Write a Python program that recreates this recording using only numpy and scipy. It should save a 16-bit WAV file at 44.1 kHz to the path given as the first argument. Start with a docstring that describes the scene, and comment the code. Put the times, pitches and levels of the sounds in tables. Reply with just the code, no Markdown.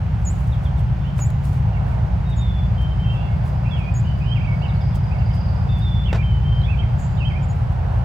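"""Pines beside a golf tee: an engine drones low and wind moves in the trees from start to end. Thin high calls
and shoes brushing short grass come first, then falling chips, a songbird deep in the wood and a warbling one
on the right; a far trill swells and chickadees whistle falling songs; one buzzy call comes near the end.
Birds are unsteady near-sine whistles (the trill a train of raspy chips) that the trees scatter into soft echo;
the drone is a sum of drifting sines over noise; grass and wind are coloured noise."""
import sys
import numpy as np
from scipy import signal
from scipy.fft import rfft, irfft
from scipy.io import wavfile
from scipy.ndimage import uniform_filter1d

SR = 44100
rng = np.random.default_rng(int(sys.argv[2]) if len(sys.argv) > 2 else 0)


def file_out(sig):
    """Save sig as 16-bit WAV at sys.argv[1]."""
    # one column per channel
    cols = np.atleast_2d(sig).T
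    # limit, then scale
    lim = np.clip(cols, -1, 1)
    pcm = np.round(lim * 32767).astype(np.int16)
    wavfile.write(sys.argv[1], SR, pcm)


N = 354916
T = np.arange(N) / SR  # time in s


def undb(db):
    """Decibels to gain."""
    return 10 ** (np.asarray(db) / 20)


def unit(x):
    """Scale to rms 1."""
    return x / np.sqrt(np.mean(x ** 2))


def curve(rows, t=T):
    """Each column of a table after the first, joined by straight lines."""
    s, *columns = np.transpose(rows)
    return [np.interp(t, s, column) for column in columns]


def walk(rate):
    """Smooth random drift with a spread of 1, from values drawn rate times a second."""
    k = int(SR / rate)
    held = np.repeat(rng.standard_normal(N // k + 1), k)
    smooth = uniform_filter1d(uniform_filter1d(held, k), k)
    return unit(smooth[:N])


def pan(db):
    """Left and right gains for a level difference; negative leans right."""
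    return undb(np.array([[db], [-db]]) / 2)


def noise(colour, likeness, lag=0):
    """Stereo noise of a given density per Hz, dying away above its last point; the left lags by lag radians."""
    hz, db = np.transpose(colour)
    f = np.arange(N // 2 + 1) * SR / N
    density = undb(np.interp(np.log(f + 1), np.log(hz), db)) * np.sqrt(SR / 2)
    gain = density / np.maximum(f / hz[-1], 1) ** 2
    mid, side = rfft(rng.standard_normal((2, N))) * gain
    # the shares of mid and side set how alike the two channels are
    c = np.clip(likeness, 0, 1)
    mid = mid * np.sqrt((1 + c) / 2)
    side = side * np.sqrt((1 - c) / 2)
    return irfft([(mid + side) * np.exp(-1j * lag), mid - side], N)


def add(out, start_s, sound):
    """Mix a sound in at a time."""
    i = max(int(start_s * SR), 0)
    out[:, i:i + sound.shape[-1]] += sound[:, :N - i]


def whistle(hz, db, edge_s, octave_db=-50, waver=.003, lag=0.89):
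    """A bird's near-sine voice: unsteady pitch, soft ends, left lagging by lag radians, octave nearly opposed."""
    t = np.arange(len(hz)) / SR
    wobble = np.interp(t * 300, np.arange(300), rng.standard_normal(300))
    phase = 2 * np.pi * np.cumsum(hz * (1 + waver * wobble)) / SR
    left = np.array([[1], [0]])
    fundamental = np.sin(phase - lag * left)
    octave = np.sin(2 * phase - 3.0 * left)
    edges = np.clip(np.minimum(t, t[-1] - t) / edge_s, 0, 1)
    gate = np.sin(np.pi / 2 * edges) ** 2
    return np.sqrt(2) * gate * undb(db) * (fundamental + undb(octave_db) * octave)


def slur(length_s, first_hz, last_hz, arch_hz):
    """The pitch of one syllable: a sweep that arches or sags in the middle."""
    u = np.linspace(0, 1, int(length_s * SR))
    return first_hz + (last_hz - first_hz) * u + arch_hz * np.sin(np.pi * u)


def trees(x, t60):
    """Trunks and boughs scatter a sound into a diffuse tail, 60 dB down after t60 s, different on each side."""
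    t = T[:SR]
    decay = undb(-60 * t / t60)
    onset = 1 - np.exp(-t / .008)
    tail = rng.standard_normal((2, SR)) * decay * onset
    tail /= np.sqrt(np.sum(tail ** 2, axis=1, keepdims=True))
    return signal.fftconvolve(x[1:], tail, axes=1)[:, :N]  # the right channel feeds both sides


def swishes(rows, colour, likeness):
    """Rubbing contacts: dense uneven grains that swell quickly and die away."""
    envelope = np.zeros(N)
    for peak_s, length_s, level_db in rows:
        u = (T - peak_s) / length_s
        distance = np.where(u < 0, -3 * u, 1.5 * u)  # the rise is twice as fast as the fall
        envelope += undb(level_db) * np.exp(-distance ** 1.5)
    grains = undb(2 * walk(900))
    return envelope * unit(noise(colour, likeness) * grains)


def engine():
    """Low harmonics of one shaft and lines of the parts it drives beat into a throb, over the exhaust's rumble."""
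    # lines of the shaft: shaft_multiple, level_db (before the slow changes below)
    shaft_lines = [(8, -34), (10, -25), (12, -30), (15, -28.5), (16, -52.5), (18, -27.5), (20, -27.5),
                   (21, -37.5), (24, -27.5), (28, -42), (29, -47.5), (30, -34), (32, -49.5), (33, -42),
                   (36, -47), (42, -56)]
    # lines of the driven parts: pitch_hz, level_db (before the slow changes below)
    driven_lines = [(65.5, -36), (79, -29.5), (113.5, -30), (119, -32), (148.1, -40), (213, -49),
                    (360, -62.5), (369, -59)]
    # slow changes of the deepest lines: time_s, change_db
    deep_change = [(0, -1.5), (.75, 4.5), (1.3, -1.5), (1.95, 3.5), (2.65, 3), (3.3, -4.5), (4.3, -2),
                   (5.15, 0), (5.65, -1.5), (6.1, 2), (7.3, -2), (8.05, -0.5)]
    # slow changes of the upper lines: time_s, change_db
    upper_change = [(0, -1), (1.2, 1), (2.6, 0.5), (3.5, 0), (4.1, 1.5), (5.4, 0.5), (6.8, -0.5), (7.5, 0),
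                    (7.8, -6), (8.05, -4)]
    # noise of the rumble: frequency_hz, density_db per Hz
    rumble = [(15, -75), (22, -65), (30, -61), (41, -60.5), (50, -50.5), (70, -44.5), (120, -46.5),
              (135, -45), (175, -51.5), (205, -63.5), (260, -67.5), (400, -75.5), (800, -100)]
    shaft_hz, shaft_drift = 5.82, .002  # the drift is a share of the rate
    deep_below_hz, upper_above_hz = 75, 130
    start_db, growth_db_per_s = -1.76, 0.336  # the drone grows slowly louder

    turns = np.cumsum(shaft_hz * (1 + shaft_drift * walk(0.99))) / SR
    deep_db, upper_db = curve(deep_change)[0], curve(upper_change)[0]
    lines = [(np.round(multiple) * turns, db) for multiple, db in shaft_lines]
    lines += [(hz * T, db) for hz, db in driven_lines]
    drone = 0
    for cycles, db in lines:
        hz = cycles[-1] / T[-1]
        swell_db = start_db + growth_db_per_s * T
        swell_db = swell_db + deep_db * (hz < deep_below_hz) + upper_db * (hz > upper_above_hz)
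        # moving air makes each line fade and drift on its own
        gain = undb(db + swell_db + 1.66 * walk(1.605))
        drift = rng.random() + 0.031 * walk(2.893)
        drone = drone + gain * np.sin(2 * np.pi * (cycles + drift))
    return pan(.35) * (np.sqrt(2) * drone + noise(rumble, likeness=0.75))


def wind():
    """Gusts swell in the pines, stronger on the right, over a steady hush of still air."""
    # smooth swells over the lull: peak_s, half_length_s, rise_db
    gusts = [(.7, .15, 1.5), (1.92, .27, 5.5), (2.83, 0.24, 2.5), (3.192, 0.092, 3.5), (3.46, 0.19, 4),
             (3.82, 0.15, 3), (4.65, 0.24, 4.5), (5.15, 0.17, 4.5), (5.572, 0.21, 5), (6.903, 0.48, 3.5),
             (7.597, .25, 4), (7.95, .16, 6.5)]
    # noise of the pines, before gusts and lull: frequency_hz, density_db per Hz
    pine_colour = [(200, -96.5), (420, -71), (600, -65.5), (760, -62.5), (950, -67), (1200, -76),
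                   (1500, -75), (2000, -89), (4000, -100)]
    # noise of the still air: frequency_hz, density_db per Hz
    air_colour = [(300, -80), (1000, -75), (2000, -80.5), (2800, -83.5), (3900, -92.5), (4800, -94.5),
                  (6000, -99), (8000, -105.5), (11000, -111.5), (15500, -109)]
    lull_db = -3.5
    rises = [rise_db * np.exp(-((T - peak_s) / half_s) ** 2) for peak_s, half_s, rise_db in gusts]
    pines = noise(pine_colour, likeness=0.5, lag=1.7) * undb(lull_db + sum(rises))
    air = noise(air_colour, likeness=0.31, lag=0.4)
    return pan(-4.0) * pines + pan(-0.75) * air


def seets():
    """Close thin calls, scooped in pitch with an octave, roughened by the twigs around the bird."""
    # calls: start_s, length_s, lowest_hz, level_db, octave_db (relative to the fundamental)
    calls = [(0.247, 0.073, 6770, -35, -19), (1.194, 0.081, 6740, -37, -11), (2.359, 0.065, 6730, -50, -11),
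             (3.937, 0.072, 6620, -42.5, -13.5), (7.423, .036, 7000, -53, -19.5),
             (7.481, 0.058, 6730, -53, -18)]
    # scoop of one call: share of its length, pitch over the lowest, change_db
    scoop = [(0, 1.24, -12), (.1, 1.08, -6), (.22, 1.02, -2), (.36, 1, 1), (.56, 1.01, -1), (.78, 1.07, -8),
             (1, 1.19, -11)]
    out = np.zeros((2, N))
    for start_s, length_s, lowest_hz, level_db, octave_db in calls:
        bend, change_db = curve(scoop, np.linspace(0, 1, int(length_s * SR)))
        voice = whistle(lowest_hz * bend, level_db + change_db, edge_s=.005,
                        octave_db=octave_db, waver=.006, lag=.4)
        add(out, start_s, voice)
    twigs = trees(out, t60=.05)[0]  # the same on both sides
    wood = trees(out, t60=.5)
    return pan(-.6) * (out + undb(-11) * twigs + undb(-16) * wood)


def footsteps():
    """Shoes brush and scuff the turf: bursts of grainy noise, brighter for grass and duller for scuffs."""
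    # brushes through the grass: peak_s, length_s, level_db
    brushes = [(.33, 0.37, -58), (.41, .02, -64), (.475, .015, -61), (.64, .05, -60), (.79, 0.034, -56),
               (1.19, 0.05, -47.5), (1.304, 0.002, -40), (1.455, 0.057, -49.5), (1.54, 0.085, -54.5),
               (1.89, 0.12, -60.5), (2.3, 0.022, -57), (2.82, 0.032, -59), (3.14, .05, -61),
               (3.47, 0.079, -55), (3.79, .025, -59), (4.19, .05, -64), (4.955, 0.026, -47),
               (5.35, 0.035, -54.5), (5.79, 0.041, -57.5), (7.0, .06, -58), (7.56, 0.17, -64),
               (7.72, 0.042, -63), (7.95, 0.19, -66)]
    # close scuffs: peak_s, length_s, level_db
    scuffs = [(1.193, .014, -32), (6.1297, .003, -19.5), (6.1345, .005, -24.5), (6.149, 0.02, -28.5),
              (6.162, 0.045, -35)]
    # relative colour of brushed grass: frequency_hz, density_db per Hz
    grass_colour = [(500, -12), (2000, -1), (5000, 0), (8500, 0), (12000, -4), (16000, -5)]
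    # relative colour of a scuff: frequency_hz, density_db per Hz
    scuff_colour = [(100, -8), (350, -3), (750, 0), (1500, -8), (3000, -17), (7000, -29), (10000, -44),
                    (16000, -47)]
    grass = swishes(brushes, grass_colour, likeness=0.36)
    return grass + pan(-1.9) * swishes(scuffs, scuff_colour, likeness=0.81)


def chips():
    """Steep little downward chips, mostly in runs of three, doubled by boughs and trailed by the wood."""
    # quick falling chips: start_s, first_hz, last_hz, level_db (before the common trim)
    falls = [(.517, 3950, 3020, -47), (.647, 3750, 2980, -47), (.768, 3950, 3050, -55),
             (2.312, 3900, 3250, -47), (4.678, 4250, 3250, -49.5), (4.797, 3850, 3150, -53),
             (4.922, 3700, 3050, -54.5)]
    out = np.zeros((2, N))
    for start_s, first_hz, last_hz, level_db in falls:
        pitch_hz = slur(.037, first_hz, last_hz, arch_hz=-28.5)
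        add(out, start_s, whistle(pitch_hz, level_db, edge_s=0.011, waver=0.0085, lag=0.81))
    boughs = undb(-8) * trees(out, t60=.08)
    wood = undb(-7.0) * trees(out, t60=0.33)
    return pan(-1.5) * (undb(-0.5) * out + boughs + wood)


def far_warbler():
    """Short held or swinging whistles from deep in the wood, heard mostly as echo."""
    # phrases: start_s, length_s, centre_hz, swing as a share of the pitch, level_db (before the direct/echo mix)
    phrases = [(1.0, 0.039, 3500, 0.014, -55), (2.42, 0.066, 2194, .005, -52.5),
               (3.036, 0.21, 2715, 0.036, -47), (3.154, 0.042, 3410, 0.0052, -48.5),
               (3.27, 0.075, 2184, .005, -51.5), (3.632, 0.056, 2683, 0.011, -44.5),
               (3.7, 0.089, 2240, 0.0045, -48), (4.03, 0.065, 2920, 0.045, -45.5),
               (4.2, 0.031, 2485, 0.0058, -40.5), (4.656, 0.08, 2224, 0.012, -45),
               (5.671, 0.052, 2620, .01, -51)]
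    swing_hz = 11
    out = np.zeros((2, N))
    for start_s, length_s, centre_hz, depth, level_db in phrases:
        swing = np.sin(2 * np.pi * (swing_hz * T[:int(length_s * SR)] + rng.random()))
        voice = whistle(centre_hz * (1 + depth * swing), level_db, edge_s=.012, waver=.012, lag=1.2)
        add(out, start_s, voice)
    return pan(-4.0) * (out / 2 + undb(0.5) * trees(out, t60=.6))


def warblers():
    """The nearer songbird strings slurs into short phrases; the fainter ones carry more echo."""
    # syllables: start_s, length_s, first_hz, last_hz, arch_hz of the middle, strength_db (sets direct and echo)
    syllables = [(1.04, 0.071, 2670, 3120, 201, -45.5), (1.206, 0.076, 2360, 2350, 0, -47),
                 (1.727, .036, 2846, 2590, 27, -45), (1.762, 0.022, 2380, 2100, -33, -39),
                 (1.812, 0.014, 2800, 2480, 1, -44), (1.914, 0.029, 2460, 2080, -32, -42),
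                 (3.652, 0.036, 2340, 2680, 0, -37.5), (3.706, .06, 3520, 3215, -50, -36),
                 (3.759, 0.028, 3240, 2640, -2, -39), (3.782, 0.062, 2640, 2380, -34, -37.5),
                 (3.86, .045, 2430, 2493, 1.5, -34.5), (4.223, 0.032, 2430, 2950, 1, -41),
                 (4.255, 0.058, 2940, 3120, 38, -39), (4.309, 0.034, 2970, 3226, 87, -28.5),
                 (4.349, .041, 3080, 2060, -62, -34), (4.401, 0.027, 2086, 2890, -4, -35),
                 (4.436, 0.028, 2204, 2790, -4.5, -35), (4.469, .084, 2283, 2225, -28.5, -33),
                 (4.615, .032, 2556, 3190, 58, -36), (4.644, 0.024, 3120, 2470, 0, -33.5),
                 (4.603, 0.031, 4250, 4680, -3, -54.5), (4.745, 0.031, 3950, 4670, -2, -52),
                 (5.107, 0.034, 2416, 2790, -61, -38), (5.133, 0.042, 2296, 2190, -32, -42),
                 (5.186, .013, 2520, 3100, 0, -42.5), (5.208, 0.019, 2970, 2350, 2.5, -39.5),
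                 (5.286, .037, 2230, 2020, 38.5, -45), (5.304, .016, 2740, 3330, -0.5, -42),
                 (5.369, .019, 2850, 3600, 0.5, -48), (6.048, .03, 2870, 3410, -41, -39),
                 (6.056, .027, 3550, 2770, -0.5, -35), (6.08, 0.032, 2820, 2610, -3.5, -31.5),
                 (6.1, 0.022, 2480, 2020, 4, -36), (6.179, 0.037, 2330, 2435, -1.5, -33.5),
                 (6.206, 0.028, 2575, 2030, 1.5, -36), (6.222, 0.017, 2760, 2380, -1, -37),
                 (6.61, .025, 4500, 3050, 0.5, -46.5), (6.628, 0.035, 2930, 3620, 61.5, -36),
                 (6.658, 0.024, 2130, 2530, 2, -39.5), (6.679, 0.044, 2487, 2620, 71.5, -31),
                 (6.715, 0.038, 2640, 2290, -0.5, -34), (6.769, .015, 3520, 2500, 0, -41),
                 (6.785, 0.034, 3004, 3100, 120.5, -32), (6.819, 0.025, 2460, 2010, -41.5, -37),
                 (7.165, 0.021, 3180, 4000, 61, -45.5), (7.179, 0.021, 3120, 2900, 1, -40),
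                 (7.201, 0.049, 2850, 2575, -110, -31), (7.245, 0.043, 2906, 3030, 221, -29.5),
                 (7.293, .037, 2730, 1980, -71, -37), (7.333, .052, 2030, 2470, 83, -36)]
    # the bird sits to the right; nearby boughs double its voice, the wood behind adds a tail
    side_db, boughs_db, wood_db = -16, -18.5, -18.3
    direct, scattered = np.zeros((2, 2, N))
    for start_s, length_s, first_hz, last_hz, arch_hz, strength_db in syllables:
        pitch_hz = slur(length_s, first_hz, last_hz, arch_hz)
        voice = whistle(pitch_hz, 0, edge_s=.007, waver=.008, lag=2.05)
        add(direct, start_s, undb(strength_db - 9.5) * voice)
        add(scattered, start_s, undb(.8 * strength_db) * voice)
    echo = undb(boughs_db) * trees(scattered, t60=.1) + undb(wood_db) * trees(scattered, t60=.6)
    return pan(side_db) * direct + pan(-4.5) * echo


def trill():
    """A far bird repeats one quick raspy chip, uneven in strength; the wood fills the gaps with a shimmer."""
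    # swelling and fading: time_s, strength_db (before the common cut)
    swell = [(2.0, -77.5), (3.0, -58.5), (4.7, -55.5), (5.1, -52), (5.42, -49.5), (5.8, -57), (6.05, -67),
             (6.55, -57), (6.85, -66), (7.25, -55), (7.7, -74)]
    # the trill slows at its height: time_s, chips per s
    chip_rate = [(5.45, 13.45), (5.75, 12.1)]
    peak_s, pitch_hz = 5.413, 4790  # time of the strongest chip, pitch at the middle of a chip
    duty, fall = .11, .12  # chip width as a share of the cycle, fall as a share of the pitch per cycle
    clear_db = -48  # from this strength up the chips stand clear of their echo; weaker ones sink into it

    count = np.cumsum(curve(chip_rate)[0]) / SR
    cycle = (count - np.interp(peak_s, T, count) + .5) % 1 - .5
    rasp = .014 * walk(13) + .035 * walk(600)
    phase = 2 * np.pi * np.cumsum(pitch_hz * (1 - fall * cycle + rasp)) / SR
    strength_db = curve(swell)[0]
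    train = unit(np.exp(-(cycle / duty) ** 2) * np.sin(phase))
    train = train * undb(strength_db - 7.5 + 2.5 * walk(14))
    train = np.array([train, train])
    clear = undb(np.minimum(strength_db - clear_db, 0) / 2)
    return undb(-1) * clear * train + undb(1.3) * trees(train, t60=.7)


def chickadees():
    """A high sagging whistle, then a lower one in two pulses; each note holds, slides and holds again."""
    # notes, a high "fee" and then a lower "bee": start_s, length_s, first_hz, last_hz,
    # place of the slide as a share of the note, starting level_db, change_db over the note
    notes = [(2.245, 0.13, 3760, 3730, 0.57, -51.5, -0.5), (2.374, 0.31, 3700, 3463, 0.24, -43.5, -9.5),
             (2.768, 0.18, 3125, 3020, 0.98, -44, -0.5), (2.978, 0.18, 3090, 3135, 0.24, -44, 2.5),
             (5.682, 0.14, 3580, 3470, 0.53, -42.5, -7.5), (5.804, .255, 3665, 3493, 0.22, -42, -1),
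             (6.221, .2, 3117, 3035, 0.44, -40.5, -8.5), (6.436, .2, 3135, 3115, .5, -42.5, -2)]
    slide_width = 0.16  # share of the note
    flutter_hz, flutter_db = 75, 2.1  # moving air makes a long whistle flutter: changes per s, spread
    out = np.zeros((2, N))
    for start_s, length_s, first_hz, last_hz, slide_at, level_db, change_db in notes:
        u = np.linspace(0, 1, int(length_s * SR))
        slide = (1 + np.tanh((u - slide_at) / slide_width)) / 2
        pitch_hz = first_hz + (last_hz - first_hz) * slide
        add(out, start_s, whistle(pitch_hz, level_db + change_db * u, edge_s=0.026, waver=0.0086))
    out = out * undb(flutter_db * walk(flutter_hz))
    return pan(-1.2) * (out + undb(-8) * trees(out, t60=.5))


def buzz():
    """A high call made raspy by a fast, uneven pitch shake."""
    # the one call: start_s, length_s, pitch_hz
    start_s, length_s, pitch_hz = (6.975, .105, 7100)
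    out = np.zeros((2, N))
    shake = np.sin(2 * np.pi * 130 * T[:int(length_s * SR)])
    uneven = walk(1500)[:len(shake)]
    add(out, start_s, whistle(pitch_hz * (1 + .03 * shake + .045 * uneven), 0, edge_s=.025, waver=.02))
    return undb(-52.5) * pan(-7.0) * (out + trees(out, t60=0.78) / 2)


def scene():
    """Engine, wind, footsteps and birds."""
    birds = seets() + chips() + far_warbler() + warblers() + trill() + chickadees() + buzz()
    return engine() + wind() + footsteps() + birds


def record(dry):
    """The recorder cuts the treble above 15.8 kHz; the sound starts and stops softly."""
    fade_s, top_hz = .004, 15800
    fade = np.minimum(np.minimum(T, T[-1] - T) / fade_s, 1)
    lowpass = signal.ellip(10, .2, 80, top_hz, fs=SR, output="sos")
    return signal.sosfilt(lowpass, dry * fade)


dry = scene()
out = record(dry)
file_out(out)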